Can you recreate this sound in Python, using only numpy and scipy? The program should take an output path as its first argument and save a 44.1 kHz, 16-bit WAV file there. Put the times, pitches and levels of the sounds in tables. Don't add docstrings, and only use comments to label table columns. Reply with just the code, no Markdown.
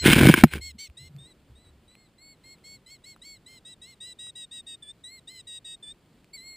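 import sys
import numpy as np
from scipy import signal
from scipy.fft import rfft, irfft
from scipy.io import wavfile
from scipy.ndimage import uniform_filter1d, map_coordinates

SR = 44100
rng = np.random.default_rng(int(sys.argv[2]) if len(sys.argv) > 2 else 0)


def store_wav(level_fs):
    pcm = np.round(np.clip(np.atleast_2d(level_fs), -1, 1) * 32767)
    wavfile.write(sys.argv[1], SR, pcm.T.astype(np.int16))


def invert_db(x):
    u = np.asarray(x, float) / 20
    return 10 ** u


N = 289296
TIME = np.arange(N) / SR


def rms_one(x):
    return x / np.sqrt(np.mean(x ** 2) + 1e-20)


def in_time(rows, t):
    s, *columns = np.transpose(rows)
    return [np.interp(t, s, c) for c in columns]


def coloured(x, spectrum):
    hz, db = np.transpose(spectrum)
    log_hz = np.log(np.fft.rfftfreq(N, 1 / SR) + 1)
    gain = invert_db(np.interp(log_hz, np.log(hz), db))
    return rms_one(irfft(rfft(x) * gain, N))


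def drift(rate_hz):
    r = np.exp(-2 * np.pi * rate_hz / SR)
    noise = rng.standard_normal(N + SR)
    return rms_one(signal.lfilter([1], [1, -2 * r, r * r], noise)[SR:])


def ring(clicks, hz, t60_s):
    r = np.exp(-np.log(1000) / (t60_s * SR))
    w = 2 * np.pi * hz / SR
    return signal.lfilter([0, np.sin(w)], [1, -2 * r * np.cos(w), r * r], clicks + 1e-18)


def clicks_at(seconds, gains):
    out = np.zeros(N)
    out[(np.asarray(seconds) * SR).astype(int)] = gains
    return out


RELEASE_S = .009
REST_HZ, DROOP_SHARE, DROOP_S = 3650, 0.66, .015


def arch(start, length, first, turning, last, turn, hold):
    t = np.arange(start, start + length + RELEASE_S / 2, 1 / SR)
    share = (t - start) / length
    glide = np.sin(np.pi / 2 * np.clip(share / turn, 0, 1) ** hold) ** 2
    bend = np.clip((share - turn) / (1 - turn), 0, 1) ** 2
    droop = DROOP_SHARE * (last - REST_HZ) * np.exp((t - start - length) / DROOP_S)
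    return t, first + (turning - first) * glide + (last - turning) * bend - droop


MIXING = [(2, -1), (2, 1), (1, 1), (3, -1), (3, -2), (0, 3)]
MIXING_DB = [2, 4, -3.5, -22, -2.5, -18]
# time_s, level_db
NEARNESS = [(0, -35.5), (.475, -47.5), (.608, -37), (.781, -41), (.968, -45), (1.181, -53.5), (1.55, -62),
            (1.876, -58.5), (2.18, -52), (2.436, -47), (3.038, -46.5), (3.46, -45.5), (3.648, -47),
            (3.814, -46.5), (4.002, -42.5), (5.824, -43), (6.33, -42)]
# start_s, pitch_hz, level_db (against nearness)
LOWER = [(.608, 1080, -21), (.781, 1300, -14), (.968, 1207, -22.5), (1.181, 1300, -30), (2.18, 1100, -45),
         (2.436, 1040, -28.5), (2.636, 1099, -21.5), (3.46, 1071, -21), (3.648, 1160, -20),
         (3.814, 1212, -22), (4.002, 1090, -21.5), (4.664, 1075, -20), (4.82, 1087, -31.5),
         (5.036, 1050, -37), (5.272, 1026, -21.5), (5.644, 1077, -19), (5.824, 1095, -30),
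         (6.33, 1093, -32)]
# pitch_hz, level_db
GROUND_ECHO = [(3430, -17), (3520, -1.5), (3600, -3), (3800, -1.5), (3950, -4.5), (4190, -14), (4320, -7),
               (4520, -3.5)]
# pitch_hz, level_db
FUNDAMENTAL = [(1720, -27.5), (1850, -22.5), (2000, -16), (2260, -9)]
LANDING_S = .44
THIRD_DB, AIR_DB, FLUTTER_DB, WOBBLE_HZ, ATTACK_S = -26, -3.0, 1.5, 7.0, .007
SCOOP_HZ, SCOOP_SHARE, SCOOP_S = 170.0, 0.2, .006
HIGH_EXIT_DB, HIGH_EXIT_S = -10.0, .012
EXIT_DB, EARLY_EXIT_S = -12.5, 0.0071
LOWER_CLIMB_HZ_PER_S, LOWER_ENTRY_S, LOWER_FADE_DB_PER_S = 450.0, 0.014, 30.5
CHOKE_HZ, CHOKE_DB_PER_S = 4200, 200.0
TAIL_HZ, TAIL_DB, TAIL_S = 200.0, 6, .014
SUM_FOLLOWS, SUM_LIFT_DB = 0.52, 1.5


def two_voices(t, hz, start, end, wobble, flutter, jitter, air):
    hz = hz - (SCOOP_HZ + SCOOP_SHARE * (hz[0] - REST_HZ)) * np.exp((start - t) / SCOOP_S)
    near_db = in_time(NEARNESS, start)[0]
    low_hz, low_db = in_time(LOWER, start)
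    height = np.clip((hz.max() - 3850.0) / 400.0, 0, 1)
    forced = height * np.clip((near_db + 47.0) / 4.0, 0, 1)
    strain = np.clip((hz - 3800.0) / 510.0, .1, 1)
    tail = forced * np.exp((t - end) / TAIL_S)

    exit_db = EXIT_DB * np.exp((t - end) / EARLY_EXIT_S)
    echo_db = (start > LANDING_S) * in_time(GROUND_ECHO, hz)[0]
    main_db = near_db + echo_db + height * HIGH_EXIT_DB * np.exp((t - end) / HIGH_EXIT_S)
    fund_db = near_db + in_time(FUNDAMENTAL, hz / 2)[0] + exit_db
    mix_db = near_db + low_db + (1 - forced) * exit_db + TAIL_DB * tail
    mix_db += EXIT_DB * np.exp((start - t) / LOWER_ENTRY_S) - LOWER_FADE_DB_PER_S * (t - start)
    mix_db -= CHOKE_DB_PER_S * np.cumsum(np.clip((hz - CHOKE_HZ) / 600.0, 0, 1)) / SR

    low_hz = low_hz + LOWER_CLIMB_HZ_PER_S * (t - max(start, 0)) + TAIL_HZ * tail
    upper = np.pi * np.cumsum(hz + WOBBLE_HZ * wobble) / SR
    lower = 2 * np.pi * np.cumsum(low_hz + 45.0 * strain * jitter) / SR

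    whistle = invert_db(main_db) * (np.sin(2 * upper) + invert_db(THIRD_DB) * np.sin(3 * upper))
    whistle += invert_db(fund_db) * np.sin(upper)
    mixed = sum(invert_db(db) * np.sin(a * upper + b * lower) for (a, b), db in zip(MIXING, MIXING_DB))
    sum_change = invert_db(SUM_FOLLOWS * echo_db + SUM_LIFT_DB) - 1
    mixed += sum_change * invert_db(MIXING_DB[1]) * np.sin(2 * upper + lower)
    mixed += invert_db(AIR_DB) * strain * air
    voice = whistle + invert_db(mix_db + FLUTTER_DB * flutter) * mixed
    rise = np.clip((t - start) / ATTACK_S, 0, 1)
    fall = np.clip((end - t) / RELEASE_S + .5, 0, 1)
    return np.sqrt(2) * voice * rise * fall


# start_s, length_s, first_hz, turning_hz, last_hz (second harmonic)
QUICK_CALLS = [(2.436, 0.12, 4223, 4264, 4670), (2.636, 0.14, 4307, 4383, 4610),
               (3.215, 0.16, 3890, 4447, 4300), (3.46, 0.13, 4004, 4210, 4200),
               (4.82, 0.097, 3570, 3454, 3610), (5.272, 0.1423, 3750, 4150, 3920),
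               (5.468, 0.12, 3903, 3780, 3900), (5.824, 0.1, 3605, 3487, 3740)]
LINGERING_CALLS = [(0.781, 0.096, 4375, 4510, 4480), (0.968, 0.12, 3830, 4060, 4640),
                   (2.18, 0.17, 4126, 4380, 4550), (3.038, 0.11, 3960, 4400, 4430),
                   (4.186, 0.12, 3836, 3830, 3966), (4.352, 0.1, 3896, 3852, 3760),
                   (4.51, 0.1, 3743, 3840, 3726), (5.644, 0.11, 3840, 3748, 3864)]
SLOW_CALLS = [(0.608, 0.108, 4320, 4366, 4420), (1.876, 0.2, 3940, 4294, 4134),
              (2.86, 0.11, 4090, 4437, 4530), (3.648, 0.094, 3806, 3970, 3890),
              (3.814, 0.13, 3876, 4293, 4172), (4.002, 0.13, 3807, 3987, 4170),
              (4.664, 0.091, 3782, 3734, 3730), (5.036, 0.16, 3875, 4290, 4190)]
COVERED_CALLS = [
    (-.06, .115, 4300, 4215, 4120),
    (.475, .068, 4200, 4170, 4280),
]
# time_s, pitch_hz (second harmonic)
WAVERING_CALLS = [
    [(1.181, 3600), (1.243, 3705), (1.262, 3810), (1.286, 4150), (1.305, 4040), (1.333, 3780)],
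    [(1.55, 3744), (1.571, 3760), (1.591, 3930), (1.635, 4030), (1.663, 3875), (1.708, 3945)],
    [(6.33, 4497), (6.352, 4547), (6.383, 3971), (6.417, 4115), (6.481, 4342), (6.52, 4286), (6.6, 4170)],
]
QUICK_TURN, LINGERING_TURN, SLOW_TURN = .31, 0.31, 0.62
QUICK_HOLD, LINGERING_HOLD, SLOW_HOLD = 1.12, 1.2, 1.5


def plover():
    out = np.zeros(N)
    wobble, flutter, jitter = drift(60.0), drift(30.0), drift(90.0)
    breath_band = signal.butter(2, [2000.0, 5600.0], "band", fs=SR, output="sos")
    air = rms_one(signal.sosfilt(breath_band, rng.standard_normal(N)))
    kinds = [(QUICK_CALLS, QUICK_TURN, QUICK_HOLD), (LINGERING_CALLS, LINGERING_TURN, LINGERING_HOLD),
             (COVERED_CALLS, LINGERING_TURN, LINGERING_HOLD), (SLOW_CALLS, SLOW_TURN, SLOW_HOLD)]
    calls = [arch(*row, turn, hold) for rows, turn, hold in kinds for row in rows]
    for curve in WAVERING_CALLS:
        t = np.arange(curve[0][0], curve[-1][0], 1 / SR)
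        calls.append((t, uniform_filter1d(in_time(curve, t)[0], size=450, mode="nearest")))
    for t, hz in calls:
        start, end = t[0], t[-1] - RELEASE_S / 2
        inside = (t >= 0) & (t < TIME[-1])
        t, hz = t[inside], hz[inside]
        span = int(t[0] * SR) + np.arange(len(t))
        chance = [x[span] for x in (wobble, flutter, jitter, air)]
        out[span] += two_voices(t, hz, start, end, *chance)
    return out


# pitch_hz, level_db (per Hz)
SCRAPE = [(290, -38), (500, -13), (549, -14.5), (993, -7.5), (1170, -17.5), (1510, 0.5), (1930, -6),
          (2230, 1.5), (3390, -6.5), (6000, -21.5), (7800, -55), (13200, -120)]


def scrape(sizes):
    grains_per_s = 4000.0 * invert_db(4.5 * drift(80.0))
    grains = sizes * (rng.random(N) < grains_per_s / SR)
    return coloured(grains, SCRAPE)


# pitch_hz, level_db, t60_s
BOOM = [(227.5, 2.5, 0.033), (345.3, 3, 0.028), (428, -8, 0.012), (150, -3.5, 0.061)]


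def shake(sizes):
    jolts = sizes * (rng.random(N) < 250.0 / SR)
    return rms_one(sum(invert_db(db) * ring(jolts, hz, t60) for hz, db, t60 in BOOM))


# start_s, length_s, level_db
HEAVES = [
    (0.012, .45, -29.5),
    (0.537, 0.052, -34),
]
HEAVE_EDGE_DB_PER_S = 700.5


def heave():
    lift = np.zeros(N)
    for start, length, db in HEAVES:
        outside_s = np.maximum(0, np.maximum(start - TIME, TIME - start - length))
        lift += invert_db(db - HEAVE_EDGE_DB_PER_S * outside_s)
    rumble = ring(ring(rng.standard_normal(N), 75.0, .06), 85.0, .06)
    return rms_one(rumble) * lift * invert_db(-5.0)


def struck(seconds, peak_db, modes):
    luck_db = rng.normal(0, 2.5, (len(seconds), len(modes)))
    out = np.zeros(N)
    for k, (hz, db, t60_s) in enumerate(modes):
        clicks = clicks_at(seconds, -invert_db(peak_db + db + luck_db[:, k]))
        out += ring(clicks, hz, t60_s) * (-1) ** k
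    return out


# time_s, shake_db, scrape_db
FALL = [
    (0, -64, -74),
    (.03, -33.5, -37),
    (.06, -17, -18),
    (.133, -15, -18.5),
    (.16, -19, -25.5),
    (.295, -10, -22.5),
    (.335, -35.5, -32.5),
    (.385, -35.5, -27),
    (.45, -33, -45.5),
]
# time_s, shake_db, scrape_db
SETTLING = [
    (.5, -68, -58.5),
    (.525, -47, -40.5),
    (.56, -34, -41),
    (.605, -54, -64.5),
    (.63, -86, -89.5),
]
# start_s, boom_peak_db, crack_peak_db
BLOWS = [(0.057, -1, -17.5), (0.078, -15.5, -18), (0.087, -3.5, -17), (0.105, -13, -25.5),
         (0.131, -3.5, -4.5), (0.161, -6, -15), (0.182, -8, -16.5), (0.206, -11, -24), (0.21, -4.5, -13.5),
         (0.232, -6.5, -13.5), (0.269, -2.5, -12.5), (0.285, -7, -13.5), (0.289, -0.5, -9.5),
         (0.295, 5, -14), (0.339, -7.5, -7.5), (0.376, -15, -19), (0.385, -29.5, -21), (0.436, 9.5, -2.5),
         (0.515, -48, -43), (0.535, -34, -22), (0.549, -36, -41), (0.569, -33.5, -40), (0.579, -45, -38.5)]
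# pitch_hz, level_db, t60_s
CRACK = [(1030, -5.5, .02), (1564.4, 1.5, .018), (2265, -0.5, .018), (3115, -3, 0.012),
         (3920, -17.5, 0.0067), (5042, -15.5, 0.025)]


def tumble():
    shake_db, scrape_db = in_time(FALL + SETTLING, TIME)
    sizes = invert_db(3.0 * np.minimum(rng.exponential(1, N), 5)) * rng.choice([-1, 1], N)
    s, boom_db, crack_db = np.transpose(BLOWS)
    felt = shake(sizes) * invert_db(shake_db - 3.5) + heave() + struck(s, boom_db - 3.5, BOOM)
    felt = signal.sosfilt(signal.butter(2, 45, "high", fs=SR, output="sos"), felt)
    cracks = struck(s + .001, crack_db - 2.0, CRACK)
    return scrape(sizes) * invert_db(scrape_db + 0.06) + felt + cracks


# pitch_hz, level_db (per Hz)
FIELD = [(15, -35.5), (25, -2), (139, 1), (191, -0.5), (331, -4), (845, -15.5), (1680, -20), (2210, -21),
         (3410, -22), (3730, -24), (4480, -24.5), (5900, -33.5), (7670, -71), (13000, -120)]
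FIELD_DB = -61.5


def field():
    return coloured(rng.standard_normal(N), FIELD) * invert_db(FIELD_DB + .8 * drift(3.0))


# centre_s, pitch_hz, peak_db, length_s
STEPS = [(.62, 73.8, -45.5, 0.1), (0.7, 73.7, -47, 0.19), (0.755, 213, -43.5, 0.022),
         (0.905, 80, -42.5, 0.037), (1.02, 138, -47, 0.062), (1.06, 82.8, -48, 0.095),
         (1.114, 150, -46.5, 0.047), (1.164, 137.7, -38, 0.052), (1.214, 142, -46, 0.06),
         (1.246, 74.5, -54.5, 0.1), (1.51, 120, -52, 0.049), (1.544, 65.5, -50, 0.13),
         (1.679, 91, -56, 0.088), (1.74, 68.2, -54.5, 0.21)]


def steps():
    phase = 2 * np.pi * TIME + 0.0085 * drift(14.2)
    out = np.zeros(N)
    for centre, hz, db, length in STEPS:
        swell = np.cos(np.pi * np.clip((TIME - centre) / (1.36 * length), -.5, .5)) ** 2
        out += invert_db(db) * swell * np.sin(hz * phase)
    return out


# start_s, low_peak_db, middle_peak_db, high_peak_db
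SNAPS = [
    (0.8994, -63, -49, -88),
    (1.1644, -68, -54, -53),
    (1.915, -61, -58, -77),
    (1.9529, -70, -44.5, -75),
    (2.5844, -75, -57.5, -78.5),
    (3.163, -45.5, -59, -80),
    (4.2691, -51.5, -53, -70),
    (6.2444, -68, -50.5, -57.5),
]
# pitch_hz, t60_s
SNAP_TONES = [(1300, .007), (2500, .005), (4400, .004)]


def snaps():
    s, *levels = np.transpose(SNAPS)
    return sum(ring(clicks_at(s, invert_db(db + 3.0)), hz, t60) for db, (hz, t60) in zip(levels, SNAP_TONES))


def scene():
    return np.tile(plover() + tumble() + field() + steps() + snaps(), (2, 1))


# pitch_hz, level_db (per Hz)
SIDE_HISS = [(18, -32.5), (30, -1.5), (262, -3), (342, -17), (395, -9), (9500, -20.5), (12400, -47.5),
             (20900, -120)]
SIDE_DB = -78.5


def side_hiss():
    return invert_db(SIDE_DB) * coloured(rng.standard_normal(N), SIDE_HISS)


def low_pass(x):
    return signal.sosfilt(signal.butter(12, 16580, fs=SR, output="sos"), x)


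HELD_RATE, CUTOFF_HZ = 12000, 15300


def record(dry):
    band = signal.sosfiltfilt(signal.cheby2(14, 14, 6250, fs=SR, output="sos"), dry[0])
    low = map_coordinates(band, [np.arange(0, N, SR / HELD_RATE)], order=3)
    lift = .12
    low = np.convolve(low, [-lift, 1 + 2 * lift, -lift], "same")
    low = np.clip(low, -1.05, 1.05)
    held = signal.resample_poly(np.repeat(low, 4), 147, 160)[:N]
    held = signal.sosfilt(signal.ellip(10, .2, 70, CUTOFF_HZ, fs=SR, output="sos"), held)
    held = np.clip(np.pad(held, (0, N - len(held))), -1, 1)
    side = side_hiss()
    return low_pass(np.array([held + side, held - side]))


dry = scene()
out = record(dry)
store_wav(out)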